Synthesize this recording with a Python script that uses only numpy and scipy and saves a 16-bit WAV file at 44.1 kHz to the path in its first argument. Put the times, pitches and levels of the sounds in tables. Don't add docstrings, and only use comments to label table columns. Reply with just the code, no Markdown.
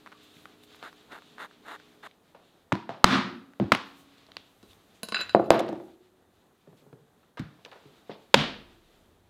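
import sys
import numpy as np
from scipy import signal
from scipy.fft import rfft, irfft, next_fast_len
from scipy.io import wavfile
from scipy.ndimage import uniform_filter1d, map_coordinates

SR = 44100
rng = np.random.default_rng(int(sys.argv[2]) if len(sys.argv) > 2 else 0)


def undo_db(level):
    steps = np.asarray(level, float) / 20
    return 10 ** steps


def to_wav(sig):
    pcm = np.clip(np.atleast_2d(sig), -1, 1) * 32767
    pcm = np.round(pcm).astype(np.int16)
    wavfile.write(sys.argv[1], SR, pcm.T)


N = 409953
T = np.arange(N) / SR


# start in seconds, crack peak in dB, body in dB over the crack,
# crack centre in Hz, room in dB.
BOARD_BLOWS = [
    (2.72, -9, -11.5, 880, -12.5),
    (2.7235, -10, -11, 1710, -14.5),
    (2.891, -21.5, -19, 710, -1),
    (3.0414, 12.5, -16, 1181, -3.5),
    (3.0425, 6, -30, 1900, -8),
    (3.598, -16, 1.5, 620, -6),
    (3.64, -31, -5, 600, -15),
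    (3.7185, 0, -23, 1110, -14.5),
    (3.7194, -5.5, -50, 2210, -14),
    (3.748, -13.5, -19.5, 1110, -10.5),
]
# frequency in Hz, level in dB, t60 in seconds.
BOARD_MODES = [(86.04, -23, 0.2), (127, -7.5, .15), (160, -13, 0.089), (194, -0.5, 0.092), (228.5, 0, 0.11),
               (299, -4.5, 0.092), (337, -9, 0.23), (447, -16, .04), (600, -9, 0.029)]


def board(tails):
    rows = []
    for s, db, body_db, hz, room_db in BOARD_BLOWS:
        slope_db = 4.5 * min(np.log2(hz / 1200), 0) - 0.86
        rows.append((s, db, body_db, hz, slope_db, room_db))
    return knocks(rows, BOARD_MODES, tails, -1.1, t60=0.012, broad=0.36, push=-3.5)


# start in
# seconds, crack peak in dB, body in dB over the crack, slope above the centre in dB per octave, room in dB.
MALLET_BOUNCES = [(5.347, 1.5, -15, -16, -7), (5.395, -11, -5.5, -22.5, -21.5), (5.504, 2.5, -14.5, -8, -5),
                  (5.535, -15, -11.5, -16, -4), (5.5405, -14, -10.5, -12.5, -4),
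                  (5.545, -14.5, -10, -11, -4), (5.551, -18.5, -10, -15, -7),
                  (2.752, -20, -18.5, -4, -16.5), (5.602, -14.5, -7, -27, -7.5),
                  (5.688, -25, -0.5, -0.5, -11), (8.095, -33.5, -16.5, -13, -1.5)]
# start in seconds, peak in dB.
MALLET_ROCKING = [
    (5.726, -31.5),
    (5.755, -37.5),
    (5.799, -39),
    (5.879, -49.5),
    (6.08, -65),
]
# frequency in Hz, level in dB, t60 in seconds.
MALLET_MODES = [(131, -16, 0.33), (223, -3.5, 0.17), (299, -5, .08), (337, -1.5, 0.32), (444, -3, 0.061),
                (540, -1, 0.07), (677, -3.5, 0.11), (800, -3.5, 0.075), (940, -5, 0.057),
                (1370, -12.5, 0.025)]


def mallet(tails):
    rows = [(s, db, body_db, 660, slope_db, room_db) for s, db, body_db, slope_db, room_db in MALLET_BOUNCES]
    rows += alike(MALLET_ROCKING, body_db=3, hz=798, slope_db=-4, room_db=-4)
    return knocks(rows, MALLET_MODES, tails, -7, t60=0.0073, broad=1.0, push=-14)


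# start in seconds, crack peak in dB, body in dB over the crack,
# slope above the centre in dB per octave, room in dB.
LAST_BLOW = [
    (8.341, 3, -18.5, -3, -10),
    (8.3426, -2, -17, -2.5, -7.5),
]
# frequency in Hz, level in dB, t60 in seconds.
SLAB_MODES = [(45.5, -13, 0.19), (73.8, -12, 0.2), (143.2, 1.5, 0.23), (222.7, -1, 0.22),
              (282.7, -0.5, 0.16), (429, -3.5, 0.081), (558, 0.5, 0.038), (697, -4.5, 0.056)]


def slab(tails):
    rows = [(s, db, body_db, hz, slope_db, room_db)
            for (s, db, body_db, slope_db, room_db), hz in zip(LAST_BLOW, (3000, 620))]
    return knocks(rows, SLAB_MODES, tails[::-1], -3.5, t60=0.037, broad=0.7)


# start in seconds, peak in dB, upper modes in dB,
# centre of the favoured upper modes in Hz, tick in dB.
LANDINGS = [
    (4.629, -55, -4, 9000, 2),
    (5.0321, -34, 9, 11500, 10),
    (5.0867, -37, 5.5, 9500, 7),
    (5.1222, -26, -13, 9300, -12),
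]
RATTLES = [
    (5.145, -19, -13.5, 7140, -20),
    (5.2121, -34.5, 1, 7300, -4.5),
    (5.207, -43, 4.5, 12700, -22),
    (5.2942, -32, -9, 8440, -13.5),
    (5.3476, -37.5, -23.5, 7020, -23),
    (5.40, -54.5, 2, 12700, -15.5),
    (5.442, -52.5, 1.5, 7100, -7.5),
    (5.459, -53, 0.5, 12700, -10),
    (5.505, -27, 2.5, 12940, -6),
    (5.543, -36, -1, 12600, -23),
]
# start in seconds, peak in dB, bending modes in dB.
CHATTER = [(5.1583, -16, -3.5), (5.167, -20, 4), (5.178, -21, -9), (5.19, -23, 0.5), (5.196, -21, -3.5),
           (5.2, -21, -5), (5.2066, -21.5, -0.5), (5.2126, -22.5, -1), (5.2194, -27, 0), (5.2245, -28, 0),
           (5.234, -32.5, -0.5)]


def clinks():
    landings = [(*row, -5.5, 3) for row in LANDINGS]
    rattles = [(*row, -1, -19.5) for row in RATTLES]
    chatter = [(s, db - 8, -17, 7300, -23, bend_db - 0.5, -19.5) for s, db, bend_db in CHATTER]
    return landings + rattles + chatter


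# frequency in Hz, level in dB, t60 in seconds.
STEEL_BEND = [(1447, -5.5, .025), (1502, 1.5, 0.061), (1780, -8, 0.02495), (2156, -11.5, .03),
              (2570, -2.5, 0.022), (2670, -0.5, 0.06), (2987, 0, 0.015)]
# frequency in Hz, level in dB, t60 in seconds.
STEEL_MID = [(3984, 1.5, 0.1), (3776, -11, .03), (4103, -8, 0.05), (4400, -8.5, 0.09), (4500, -13.5, .06),
             (4880, -8.5, 0.1), (5010, -13, 0.055)]
# frequency in Hz, level in dB, t60 in seconds.
STEEL_HIGH = [(7070, 0, .08), (7200, -1.5, .09), (7890, -10, .06), (8620, -7.5, .07), (9060, -1, 0.058),
              (10350, -1, 0.066), (11000, -8.5, .05), (12560, -0.5, .06), (12820, -5.5, .1),
              (14400, -14.5, .04)]
# frequency in Hz, level in dB, t60 in seconds.
BENCH_TAP = [(159.6, -17, 0.072), (205, -2.5, 0.086), (300, -10.5, 0.065), (463, -4, .05),
             (655, -2.5, 0.045), (1060, 2.5, .04)]


def punch(tails):
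    track, t = np.zeros(N + 2 * SR), np.arange(SR // 7) / SR
    tails = tails[:, :SR // 2]
    favour = 28
    for k, (s, db, high_db, hz, tick_db, bend_db, knock_db) in enumerate(clinks()):
        upper = [(f, level - favour * abs(np.log2(f / hz)), t60) for f, level, t60 in STEEL_HIGH]
        steel = undo_db(-7.5) * ring(STEEL_MID, t, scatter_db=0.8, attack=0.00054, rough_db=1.0, rate=160)
        steel += undo_db(bend_db - 4.5) * ring(STEEL_BEND, t, scatter_db=0.5, attack=0.0004, rough_db=3.5, rate=170)
        steel += undo_db(high_db - 15.0) * ring(upper, t, scatter_db=3.0, attack=0.00015, rough_db=4.5, rate=120)
        blow = undo_db(knock_db - 6.0) * ring(BENCH_TAP, t, scatter_db=1.0, attack=0.0011, rough_db=4.5, rate=49)
        blow[:2048] += undo_db(bend_db + 1.0) * crack(1590, -7.5, 0.013, broad=0.22)[0]
        blow[:2048] += undo_db(tick_db + 3.5) * crack(hz, 0, 0.011, broad=0.089)[0]
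        blow[:2048] += undo_db(bend_db + 1.5) * crack(2850, -9.5, 0.007, broad=0.3, push=4.5)[0]
        feed = 0.41 * steel + blow
        add(track, s - .0015, undo_db(db) * (steel + blow), undo_db(db) * feed, undo_db(-7.5) * tails[k % len(tails)])
    return track[:N]


# full contact in seconds, length in seconds, level at start in dB, level at end in dB,
# softness of the edges from 0 to 1.
STROKES = [
    (0.839, 0.043, -44, -49, .95),
    (1.125, 0.055, -41.5, -51.5, 1),
    (1.401, 0.055, -40.5, -45.5, .95),
    (1.668, 0.085, -45.5, -42, 1),
    (2.031, 0.041, -48, -44.5, .2),
]
# frequency in Hz, level in dB per Hz.
LEATHER = [(120, -35), (200, -10.5), (286, -4), (573, -2.5), (717, -0.5), (1390, 5), (1950, -1),
           (2300, -8.5), (2990, -27), (5060, -120)]
# frequency in Hz, level in dB.
GRIT = [(1800, -19), (2350, -20), (2700, 0.5), (3100, -2), (3700, 5), (4500, -7), (5500, -17), (7000, -10),
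        (8000, -17), (9000, -12.5), (10500, -21), (12200, -13.5), (13500, -25), (16000, -24)]


def sandpaper():
    grains = rng.standard_normal(N) * undo_db(2.3 * rng.exponential(size=N)) * (rng.random(N) < .4)
    level, edge_db = 0, -78
    for s, length, in_db, out_db, soft in STROKES:
        knots = [s - soft * 0.047, s, s + length, s + length + soft * 0.035]
        level = level + undo_db(np.interp(T, knots, [edge_db, in_db, out_db, edge_db], left=-150, right=-150))
    rasp = coloured(grains, LEATHER) + undo_db(-10.5) * coloured(grains, GRIT)
    return level * rasp * undo_db(1.7 * wobble(74))


# start in seconds, peak in dB.
TICKS = [(0.0602, -35), (0.0664, -37), (0.0722, -33.5), (0.117, -39), (0.1211, -39), (0.1245, -36.5),
         (0.1292, -41), (0.454, -32.5), (0.745, -40), (0.826, -28.5), (0.927, -40), (1.119, -33.5),
         (1.22, -38), (1.381, -33), (1.51, -41.5), (1.798, -41), (2.826, -42), (3.534, -41)]
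# frequency in Hz, level in dB, t60 in seconds.
PAD_MODES = [(210, 5.5, 0.13), (356, -4.5, .05)]


def ticks(tails):
    rows = alike(TICKS, body_db=-26, hz=1352, slope_db=-1, room_db=-12.5)
    return knocks(rows, PAD_MODES, tails[:, :SR // 4], -8.0, t60=0.014, broad=0.25, push=5.5)


# start in seconds, peak in dB, crack centre in Hz.
SNAPS = [(0.367, -44.5, 2940), (0.635, -42.5, 3830), (2.111, -44, 2860), (4.18, -49, 6065),
         (4.265, -44, 3960), (4.317, -35, 3100), (4.367, -22.5, 3450), (4.731, -46, 4000),
         (5.171, -43, 10200), (5.178, -40, 10330), (5.184, -44, 10000), (5.5034, -9.5, 7600),
         (8.3444, -3, 3100), (8.342, -12, 9990), (3.043, -5, 10000), (7.648, -35, 4910),
         (7.6495, -35.5, 2700), (7.714, -42.5, 3000), (7.7295, -44, 3000), (7.653, -41, 4900),
         (7.659, -40, 3280), (5.1227, -26, 1410)]


def snaps(tails):
    rows = [(s, db, -29, hz, -1.5, -17) for s, db, hz in SNAPS]
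    return knocks(rows, PAD_MODES, tails[:, :SR // 3], -10.0, t60=0.0078, broad=0.25)


# start in seconds, peak in dB, crack centre in Hz.
SHIFTS = [
    (2.346, -42.5, 624),
    (7.228, -57, 1200),
    (4.285, -48.5, 687),
    (7.371, -35, 1523),
    (7.5872, -50, 775),
    (7.658, -41.5, 600),
    (7.716, -43, 1560),
    (7.721, -41, 780),
    (7.756, -43.5, 600),
    (8.096, -35.5, 737),
]


def shifts(tails):
    rows = [(s, db, -25.5, hz, -4.5, -1.5) for s, db, hz in SHIFTS]
    return knocks(rows, PAD_MODES, tails[:, :SR // 3], -6.5, t60=0.068, broad=0.58)


# start in seconds, peak in dB.
NUDGES = [
    (4.629, -45),
    (5.1445, -38.5),
    (5.19, -42),
    (5.206, -41),
    (8.094, -28.5),
    (8.112, -39.5),
]
# frequency in Hz, level in dB, t60 in seconds.
BENCH_TOP = [(140, -8.5, .08), (205, -3.5, .07), (322, 0.5, 0.054), (400, 0, 0.056), (564, -4.5, 0.057),
             (880, -9.5, 0.045)]


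def nudges(tails):
    rows = alike(NUDGES, body_db=-1.5, hz=449.5, slope_db=-9, room_db=-4.5)
    return knocks(rows, BENCH_TOP, tails[:, :SR // 3], -4.5, t60=0.022, broad=.4)


# start in seconds, peak in dB.
THUMPS = [
    (7.393, -29),
    (0.36, -61),
]
# frequency in Hz, level in dB, t60 in seconds.
THUMP_MODES = [(60, -33, 0.11), (103, -14, 0.13), (149.2, -3, 0.24), (205, -4.5, 0.088), (266, -3, 0.11),
               (325, -14, 0.089)]


def thumps(tails):
    rows = alike(THUMPS, body_db=2, hz=546, slope_db=0, room_db=-11)
    return knocks(rows, THUMP_MODES, tails, 2.8, t60=0.033, broad=0.38)


# start in seconds, peak in dB.
FAR_KNOCKS = [
    (6.672, -45),
    (6.727, -50),
    (6.821, -53.5),
    (6.864, -50),
    (6.927, -42),
    (6.949, -54),
    (7.853, -48.5),
]
# frequency in Hz, level in dB, t60 in seconds.
BENCH_MODES = [(128, -22, 0.078), (145.8, -5.5, 0.23), (219, -8, 0.073), (260, -5, 0.087), (421, -10, 0.14)]


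def far_knocks(tails):
    rows = alike(FAR_KNOCKS, body_db=-3, hz=433, slope_db=-8, room_db=-3)
    return knocks(rows, BENCH_MODES, tails[:, :SR // 3], 3.0, t60=0.0231, broad=0.42)


# start in seconds,
# level in dB, t60 in seconds, bright share from 0 to 1.
SCUFFS = [(.24, -64, 0.14, .15), (.71, -70, .2, .05), (4.885, -66, 0.23, .3), (4.94, -59.5, .3, 0.48),
          (5.416, -56, .006, 0.93), (5.453, -55, 0.0055, 1), (5.468, -56, .006, 1),
          (5.5916, -25, 0.02, 0.36), (5.5953, -36, .015, 0.2), (5.604, -29, 0.013, 0.24),
          (5.667, -52.5, .006, 1), (5.68, -41.5, 0.032, 0.04), (5.695, -53, .008, 1),
          (5.727, -44, 0.011, 0.3), (6.601, -67.5, .2, .1), (6.765, -59, 0.27, 0.28),
          (8.103, -46.5, 0.21, 0)]
# frequency in Hz, level in dB per Hz.
SCUFF_DULL = [(900, -30), (2000, 0), (3700, 2), (5200, -8), (7000, -36), (12000, -41.5)]
# frequency in Hz, level in dB per Hz.
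SCUFF_BRIGHT = [(3000, -27), (6500, 2.5), (9500, -4), (13000, -8.5), (15500, -8), (17000, -41)]


def scuffs():
    grains = rng.standard_normal(N) * undo_db(2.5 * rng.exponential(size=N))
    dull, bright = coloured(grains, SCUFF_DULL), coloured(grains, SCUFF_BRIGHT)
    track, t = np.zeros(N), np.arange(SR // 3) / SR
    for s, db, t60, share in SCUFFS:
        at = slice(round(s * SR), round(s * SR) + len(t))
        envelope = undo_db(db - 60 * t / t60) * (1 - np.exp(-t / t60 * 25))
        track[at] += envelope * ((1 - share) * dull[at] + share * bright[at])
    return track


# start in seconds,
# frequency in Hz, level in dB, t60 in seconds.
SINGLE_TONES = [(2.725, 995, -36, 0.29), (2.76, 945, -43, .3), (2.82, 948, -44, .2), (8.36, 31, -58, 3),
                (8.36, 53, -61, 3), (2.893, 690, -37.5, 0.1), (3.043, 275, -42, 1.76), (3.05, 205, -27.5, 0.56),
                (3.05, 340, -32, 0.45), (3.05, 125, -33.5, 0.54), (3.6, 279, -49, 2.9),
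                (7.652, 1750, -41, .025), (7.657, 1720, -41, .022), (7.684, 1750, -53, .06),
                (7.653, 980, -48, .1), (7.7285, 1750, -44, .014), (3.05, 1195, -38, .8), (3.05, 1255, -38, .8),
                (3.05, 1330, -38, .8), (3.05, 585, -31, .5), (3.043, 35, -17, .1), (5.505, 35, -33, .12),
                (3.6, 198, -21, .17), (3.6, 120, -28, .2), (8.096, 300, -38, .12), (5.35, 200, -27, .1),
                (5.15, 390, -44, .25), (5.034, 210, -40, .15), (0.147, 1150, -49, .06), (6.927, 150, -50, .15),
                (0.455, 180, -52, .1), (3.718, 1100, -63, 2.13), (3.72, 1253, -66, 1.3),
                (5.503, 366, -45.5, 1.6), (8.342, 350, -47.5, 1.3)]


def single_tones():
    track = np.zeros(N + 2 * SR)
    for s, hz, db, t60 in SINGLE_TONES:
        t = np.arange(int(min(t60, 1.25) * SR)) / SR
        tone = ring([(hz, 0, t60)], t, scatter_db=1.47, attack=min(.015, t60 / 25),
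                    rough_db=2.0 * t60 ** -.4, rate=44)
        track[round(s * SR):][:len(t)] += undo_db(db) * tone
    return track[:N]


# time in seconds, level in dB.
BACKGROUND_LEVEL = [(0, -64), (.5, -64.5), (.66, -69.5), (.72, -60.5), (1, -65), (1.95, -64.5), (2.2, -72.5),
                    (3.5, -74.5), (3.96, -62.5), (4.55, -70), (4.95, -67), (5.9, -72.5), (6.1, -76.5), (7.35, -75.5),
                    (7.8, -64), (8.4, -69.5), (8.95, -68), (9.3, -76.5)]
# centre in seconds, half length in seconds, level in dB.
BRUSHES = [
    (.24, 0.018, -68),
    (.4, 0.15, -75),
    (.64, 0.014, -68),
    (.76, 0.0086, -68),
    (3.88, 0.031, -79),
    (4, 0.0457, -71.5),
    (4.72, 0.076, -74.5),
    (5.85, 0.075, -83.5),
]
# centre in seconds, half length in seconds, level in dB.
THRUMS = [
    (.45, 0.031, -70),
    (4.3, 0.16, -70),
    (4.7, 0.24, -73.5),
    (5.4, 0.54, -66),
    (8.6, 0.26, -65),
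    (9.25, 0.31, -67.5),
]
# centre in seconds, half length in seconds, level in dB.
SWISHES = [
    (.28, 0.18, -68),
    (.8, 0.35, -73.5),
    (1.3, 0.09, -67),
    (2.48, 0.093, -75),
    (4.42, 0.11, -76),
    (4.71, 0.024, -66),
    (6.42, 0.13, -86.5),
]
# frequency in Hz, level in dB.
SUB = [(15, -23), (40, -15.5), (70, -5.5), (95, 0), (140, -25), (300, -120)]
# frequency in Hz, level in dB per Hz.
RUMBLE = [(12, -35.5), (20, -13.5), (65, -13.5), (167, -1), (428, -3.5), (550, -6.5), (749, -6.5),
          (840, -9), (2000, -18.5), (2600, -49), (4400, -120)]
# frequency in Hz, level in dB.
RUSTLE = [(710, -32.5), (1200, -3), (1360, -5.5), (1690, -6.5), (2040, -7), (2450, -5), (2720, -5.5),
          (3730, -3), (5470, -15.5), (8000, -21), (10400, -50.5), (17600, -120)]
# frequency in Hz, level in dB.
HISS = [(3530, -21), (6000, -0.5), (11700, -1.5), (13900, -1.5), (15300, -2.5), (16200, -8)]
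# frequency in Hz, rms level in dB.
HUM = [(242.2, -71.5), (301.5, -69.5), (419.9, -70.5)]


def air():
    floor_db = np.interp(T, *np.transpose(BACKGROUND_LEVEL))
    floor_db = floor_db - floor_db.mean()
    sub_level = (undo_db(-81) + swells(THRUMS)) * undo_db(3.1 * wobble(7.1))
    sub = sub_level * coloured(rng.standard_normal(N), SUB)
    rumble = undo_db(-64.5 + 0.25 * floor_db + 1.2 * wobble(14)) * coloured(rng.standard_normal(N), RUMBLE)
    cloth = undo_db(1.9 * wobble(21)) * rng.standard_normal(N)
    rustle = undo_db(-69.5 + floor_db) * coloured(cloth, RUSTLE) + swells(SWISHES) * coloured(cloth, GRIT)
    hiss_level = (undo_db(-76.5 + 0.3 * floor_db) + swells(BRUSHES)) * undo_db(1.2 * wobble(7.8))
    hiss = hiss_level * coloured(rng.standard_normal(N), HISS)
    hum = sum(undo_db(db + 4.0 + 0.99 * wobble(3.6)) * np.sin(2 * np.pi * hz * T) for hz, db in HUM)
    return sub + rumble + rustle + hiss + hum * (T < 2.08)


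# frequency in Hz, t60 in seconds.
ROOM_T60 = [(100, 0.36), (260, 0.73), (700, 0.44), (1840, 0.49), (4850, 0.46), (12800, 0.26)]
# frequency in Hz, level in dB.
ROOM_TONE = [(30, -19.5), (150, -4), (430, -4.5), (1000, 1), (2200, -0.5), (3700, 4), (6000, 1.5),
             (15000, -2)]


def room_tails(count):
    hz, t, z = signal.stft(rng.standard_normal((count, SR * 2 // 3)), SR, nperseg=256)
    decay_db = along(ROOM_TONE, hz)[:, None] - 60 * t / along(ROOM_T60, hz)[:, None]
    tails = signal.istft(z * undo_db(decay_db), SR, nperseg=256)[1]
    late = np.arange(tails.shape[1]) / SR
    tails *= np.clip(late / 0.00067, 0, 1)
    echoes = np.repeat(rng.standard_normal((count, len(late) // 64 + 1)), 64, axis=1)[:, :len(late)]
    tails *= undo_db(2.7 * uniform_filter1d(echoes, size=96) * np.exp(-late / 0.11))
    return tails / np.linalg.norm(tails, axis=1, keepdims=True)


def knocks(rows, modes, tails, body_db, t60, broad, push=0):
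    track, t = np.zeros(N + SR), np.arange(SR // 5) / SR
    for k, (s, db, rel_db, hz, tilt_db, room_db) in enumerate(rows):
        tones = ring(modes, t, scatter_db=1.5, attack=0.00038, rough_db=3.5, rate=88)
        body = undo_db(db + rel_db + body_db) * tones
        burst, click = crack(hz, tilt_db, t60, broad, push)
        direct, feed = body.copy(), body.copy()
        direct[:len(burst)] += undo_db(db) * burst
        feed[:len(click)] += undo_db(db) * click
        add(track, s, direct, feed, undo_db(room_db) * tails[k % len(tails)])
    lowest_hz = 0.85 * min(modes)[0]
    return signal.sosfilt(signal.butter(4, lowest_hz / SR * 2, "high", output="sos"), track[:N])


def alike(rows, body_db, hz, slope_db, room_db):
    return [(*row, body_db, hz, slope_db, room_db) for row in rows]


def ring(modes, t, scatter_db, attack, rough_db, rate):
    knots = rng.standard_normal((len(modes), 65))
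    tones = 0
    for k, ((hz, db, t60), row) in enumerate(zip(modes, knots)):
        waver_db = scatter_db * row[-1] + rough_db * np.interp(t * rate, np.arange(64), row[:-1])
        slip = 0.33 * rough_db * np.interp(t * rate, np.arange(65), row[::-1] - row[-1])
        tones = tones + (-1) ** k * undo_db(db + waver_db - 60 * t / t60) * np.sin(2 * np.pi * hz * t + slip)
    return tones * (1 - np.exp(-t / attack))


# frequency in Hz, level in dB.
CRACK = [(40, -43.5), (400, 5), (1500, 1.5), (4000, -3), (8000, -17.5), (16000, -26)]


def crack(hz, tilt_db, t60, broad, push=0):
    t = np.arange(2048) / SR

    def colour(f):
        slope = undo_db(along(CRACK, f) + tilt_db * np.log2(np.maximum(f / hz, 1)))
        resonance = 1j * f * 0.36 * hz / (hz * hz - f * f + 1j * f * .55 * hz)
        return slope * (broad + resonance)

    force = rng.standard_normal(len(t)) * undo_db(-60 * t / t60)
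    force[44] += push
    burst = filtered(force, colour) * np.clip(t / 0.00074, 0, 1) ** 2
    burst = signal.lfilter(*signal.butter(2, 190 / SR * 2, "high"), burst)
    burst /= np.abs(burst).max()
    click = filtered(1. * (np.arange(len(t)) == 128), colour)
    return burst, click * np.linalg.norm(burst) / np.linalg.norm(click)


def add(track, s, x, feed, tail):
    sound = signal.fftconvolve(feed[:4096], tail)
    sound[:len(x)] += x
    track[round((s + .0008) * SR):][:len(sound)] += sound


def swells(rows):
    return sum(undo_db(db) * np.exp(-2 * ((T - s) / half_s) ** 2) for s, half_s, db in rows)


def wobble(rate):
    return map_coordinates(rng.standard_normal(int(N * rate / SR) + 4), [T * rate])


def coloured(x, spectrum):
    return unit(filtered(x, lambda hz: undo_db(along(spectrum, hz))))


def filtered(x, response):
    m = next_fast_len(len(x) + 2048)
    return irfft(rfft(x, m) * response(np.fft.rfftfreq(m, 1 / SR)), m)[:len(x)]


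def along(points, hz):
    f, v = np.transpose(points)
    return np.interp(np.log(hz + 1), np.log(f + 1), v)


def unit(x):
    return x / np.sqrt(np.mean(x ** 2) + 1e-20)


def scene():
    tails = room_tails(count=8)
    sound = board(tails) + mallet(tails) + slab(tails) + punch(tails) + sandpaper()
    sound += ticks(tails) + snaps(tails) + shifts(tails) + nudges(tails)
    sound += thumps(tails) + far_knocks(tails) + scuffs() + single_tones() + air()
    return sound[None]


def roll_off(x):
    return signal.sosfilt(signal.butter(12, 16710, fs=SR, output="sos"), x)


# time in seconds, depth in dB (negative lifts), recovery in seconds.
DUCKS = [
    (3.046, 19, 0.097),
    (3.723, -5, 0.033),
    (5.355, -3, 0.026),
    (5.51, 2, 0.044),
    (8.347, 10.5, 0.052),
]


def record(dry):
    duck_db = sum(np.interp(T, [s - .002, s + 0.0017, s + back], [0, depth_db, 0]) for s, depth_db, back in DUCKS)
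    microphone = signal.butter(6, 15400 / SR * 2, output="sos")
    x = signal.sosfilt(microphone, dry) * undo_db(-duck_db)
    clipped = x / (1 + np.abs(x) ** 8) ** (1 / 8)
    return roll_off(clipped)


dry = scene()
out = record(dry)
to_wav(out)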